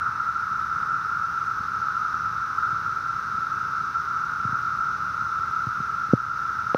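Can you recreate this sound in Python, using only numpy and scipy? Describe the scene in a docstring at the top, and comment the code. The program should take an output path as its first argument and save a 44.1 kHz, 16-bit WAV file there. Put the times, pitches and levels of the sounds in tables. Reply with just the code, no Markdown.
"""A dense chorus of periodical cicadas drones in woodland, heard from a hand-held camera.
Hundreds of callers each hold a note near 1.3 kHz and slur it down; by superposition they form one drone.
A second kind hisses higher up, its tymbal clicks exciting resonances of the body. Fingers bump the
camera, twice hard. Behind lie a wash of far callers, softly rumbling air and faint microphone hiss."""
import sys
import numpy as np
from scipy import signal
from scipy.fft import rfft, irfft
from scipy.io import wavfile
from scipy.ndimage import uniform_filter1d, minimum_filter1d

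SR = 44100
rng = np.random.default_rng(int(sys.argv[2]) if len(sys.argv) > 2 else 0)


def dump(signal):
    """Clip the signal to [-1, 1] and save it as 16-bit WAV at the path in sys.argv[1]."""
    limited = np.clip(np.atleast_2d(signal).T, -1, 1)
    pcm = np.round(limited * 32767).astype(np.int16)
    wavfile.write(sys.argv[1], SR, pcm)


N = 298557


def cicada_call(rate, length_s, hz, end_hz, slur_s=.3, slur_db=-17, waver=0.01721, buzz=0.31):
    """Modulation: the abdomen's wavering note throbs with the tymbals, then slurs down as it relaxes."""
    t = np.arange(int(length_s * rate)) / rate
    waver_hz, tymbal_hz = rng.uniform(2, 7), rng.uniform(70, 210)
    relax = np.sin(np.pi / 2 * np.clip((t - length_s) / slur_s + 1, 0, 1)) ** 2
    pitch = (hz + (end_hz - hz) * relax) * (1 + waver * np.sin(2 * np.pi * waver_hz * t))
    throb = 1 + buzz * np.sin(2 * np.pi * tymbal_hz * t)
    fade = np.clip(np.minimum(t / .2, (length_s - t) / .03), 0, 1)
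    tone = np.sin(2 * np.pi * np.cumsum(pitch) / rate)
    return fade * throb * undb(slur_db * np.sqrt(relax)) * tone


def cicada_drone(hz=1339.2, spread_hz=95, core_hz=50, count=1300, db=-27, swell_db=0.74):
    """Beating: overlapping calls at neighbouring frequencies interfere, so their sum flutters."""
    step = 7  # the notes are low, so one sample in seven carries them
    chorus = np.zeros(N // step + 1)
    for k in range(count):
        rank = 2 * (k + .5) / count - 1  # from the lowest voice (-1) to the highest (1)
        offset_hz = -spread_hz * np.sign(rank) * np.log(1 - abs(rank))
        distance = rng.uniform(1, 2)
        strength = 1 / np.hypot(1, offset_hz / core_hz) / distance  # weaker off the common pitch
        phrase = cicada_call(len(chorus) * SR / N, length_s=rng.uniform(1.4, 2.4),
                             hz=hz + offset_hz, end_hz=839.6 + rng.uniform(-40, 40))
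        start = rng.integers(len(chorus))
        chorus[(start + np.arange(len(phrase))) % len(chorus)] += strength * phrase
    drone = signal.resample_poly(chorus, step, 1)[:N]
    slow_rms = np.sqrt(smooth(drone ** 2, size=12000))
    return drone / slow_rms * undb(db + swell_db * drift(per_s=6))  # held level, slight random swells


# Body resonances of the higher cicadas. Each row: frequency in Hz, bandwidth in Hz, relative gain in dB.
CICADA_MODES = [(2644, 510, -1.5), (3840, 1070, -0.5), (4660, 1100, -5.5), (5440, 1300, -0.5),
                (6070, 1200, -3)]

def cicada_hiss(clicks_per_s=25000, cutoff_hz=6500, db=-53, rise_db=1.5, rise_s=1.7):
    """Impulse excitation: countless random tymbal clicks ring small bodies; the hiss builds, then holds."""
    clicks = (rng.random(N) < clicks_per_s / SR) * rng.standard_normal(N)
    hiss = sum(undb(mode_db) * resonate(np.roll(clicks, rng.integers(N)), hz, width)
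               for hz, width, mode_db in CICADA_MODES)
    hiss = signal.sosfilt(signal.butter(10, cutoff_hz, fs=SR, output="sos"), hiss)
    shortfall_db = rise_db * np.maximum(1 - np.arange(N) / SR / rise_s, 0)
    return level(hiss, db - shortfall_db)


# Finger contacts. Each row: start in seconds, peak in dB before limiting, contact time constant in ms.
FINGER_TOUCHES = [(0.510, -37, 2.1), (1.603, -32.5, 1.5), (2.203, -35, 1.6), (3.383, -35.5, 0.93),
                  (4.448, -35, 0.42), (4.449, -23.5, 1.56), (4.490, -31, 1.2), (4.526, -27.5, 1.6),
                  (5.667, -25, 1.6), (5.801, -28.5, 1.2), (6.087, -33.5, 1), (6.1333, -0.4, 0.47),
                  (6.746, -5, 0.028)]
# Resonances of the camera body. Each row: frequency in Hz, bandwidth in Hz, relative gain in dB.
CAMERA_MODES = [(119, 70, -8), (256, 274, -1), (531, 180, 3), (830, 390, -5.5), (2230, 1500, -24),
                (4300, 1500, -31.5)]

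def finger_knocks(nudge_count=10, nudge_soft_ms=1.8, lowest_hz=80, size=8192):
    """Modal response: touches and grip nudges push the camera; only brief contacts ring its high modes."""
    out = np.zeros(N + size)
    ms = 1000 * np.arange(size) / SR
    highpass = signal.butter(2, lowest_hz, btype="high", fs=SR, output="sos")
    nudges = [(rng.uniform(0, N / SR), rng.uniform(-40, -34), nudge_soft_ms) for _ in range(nudge_count)]
    for start_s, peak_db, soft_ms in [*FINGER_TOUCHES, *nudges]:
        push = ms ** 3 * np.exp(-ms / soft_ms)
        # neighbouring modes move the microphone in opposite directions
        ring = -sum((-1) ** k * undb(mode_db) * resonate(push, hz, width)
                    for k, (hz, width, mode_db) in enumerate(CAMERA_MODES))
        knock = signal.sosfilt(highpass, ring)
        start = int(start_s * SR)
        out[start:start + size] += undb(peak_db) * knock / np.abs(knock).max()
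    return out[:N]


# Spectrum of the farthest callers. Each row: frequency in Hz, relative spectral density in dB.
FAR_SPECTRUM = [(715, -28), (780, -12), (855, -2), (1000, -5.5), (1150, 5), (1350, 10), (1550, 4),
                (1750, -5.5), (2000, -8.5), (2400, -14), (3100, -26.5)]

def far_cicadas(db=-39):
    """Incoherent summation: distant calls merge into a steady band of noise."""
    return level(noise(FAR_SPECTRUM), db)


# Spectrum of the woodland air. Each row: frequency in Hz, relative spectral density in dB.
AIR_SPECTRUM = [(20, -29.5), (38, -15.5), (62, -3.5), (95, 0.5), (140, 0.5), (190, -4), (270, -11.5),
                (420, -13), (700, -21), (3000, -30)]

def woodland_air(db=-46, stir_db=0.67):
    """Pressure fluctuation: softly stirring air makes a low rumble whose level drifts."""
    return level(noise(AIR_SPECTRUM), db) * undb(stir_db * drift(per_s=12))


# Spectrum of the microphone's hiss. 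Each row: frequency in Hz, relative spectral density in dB.
MIC_SPECTRUM = [(7200, 0), (8300, 0.5), (10500, -3.5), (12000, -2.5), (14000, -0.7)]

def microphone_hiss(db=-67):
    """Self-noise: the microphone adds a faint, steady hiss of its own."""
    return level(noise(MIC_SPECTRUM), db)


def undb(db):
    """Decibels to amplitude ratio."""
    return 10 ** (np.asarray(db) / 20)


def level(x, db):
    """Normalisation to an rms level."""
    return x * undb(db) / np.sqrt(np.mean(x ** 2))


def smooth(x, size):
    """Triangular smoothing: a moving average applied twice."""
    return uniform_filter1d(uniform_filter1d(x, size), size)


def drift(per_s):
    """Sample and hold: smoothed random steps with a spread near 1."""
    hold = int(SR / per_s)
    steps = rng.standard_normal(1000)[np.arange(N) // hold % 1000]
    return 1.3 * smooth(steps, hold)


def noise(points):
    """Spectral shaping: white noise follows (Hz, dB) points and falls away beyond the ends."""
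    hz, db = np.transpose(points)
    octave = np.log2(np.maximum(np.arange(N // 2 + 1) * SR / N, 1))
    shape_db = np.interp(octave, np.log2([hz[0] / 2, *hz, hz[-1] * 2]), [db[0] - 18, *db, db[-1] - 19.5])
    return irfft(rfft(rng.standard_normal(N)) * undb(shape_db), N)


def resonate(x, hz, width):
    """Resonance with steep skirts: two identical band-passes in cascade, each `width` Hz wide."""
    b, a = signal.iirpeak(hz, hz / width, fs=SR)
    return signal.lfilter(b, a, signal.lfilter(b, a, x))


def scene():
    """Superposition: all sources add at one microphone."""
    foreground = cicada_drone() + cicada_hiss() + finger_knocks()
    return (foreground + far_cicadas() + woodland_air() + microphone_hiss())[None]


def record(dry, ceiling=0.75, hold_samples=10001, cutoff_hz=15000):
    """Peak limiting: the gain dips at the hardest knock and holds briefly; a low-pass cuts the top."""
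    needed_gain = ceiling / np.maximum(np.abs(dry), ceiling)
    held_gain = minimum_filter1d(needed_gain, hold_samples, origin=hold_samples // 2)
    gain = uniform_filter1d(held_gain, size=200)
    return signal.sosfilt(signal.ellip(10, .2, 80, cutoff_hz, fs=SR, output="sos"), dry * gain)


dry = scene()
out = record(dry)
dump(out)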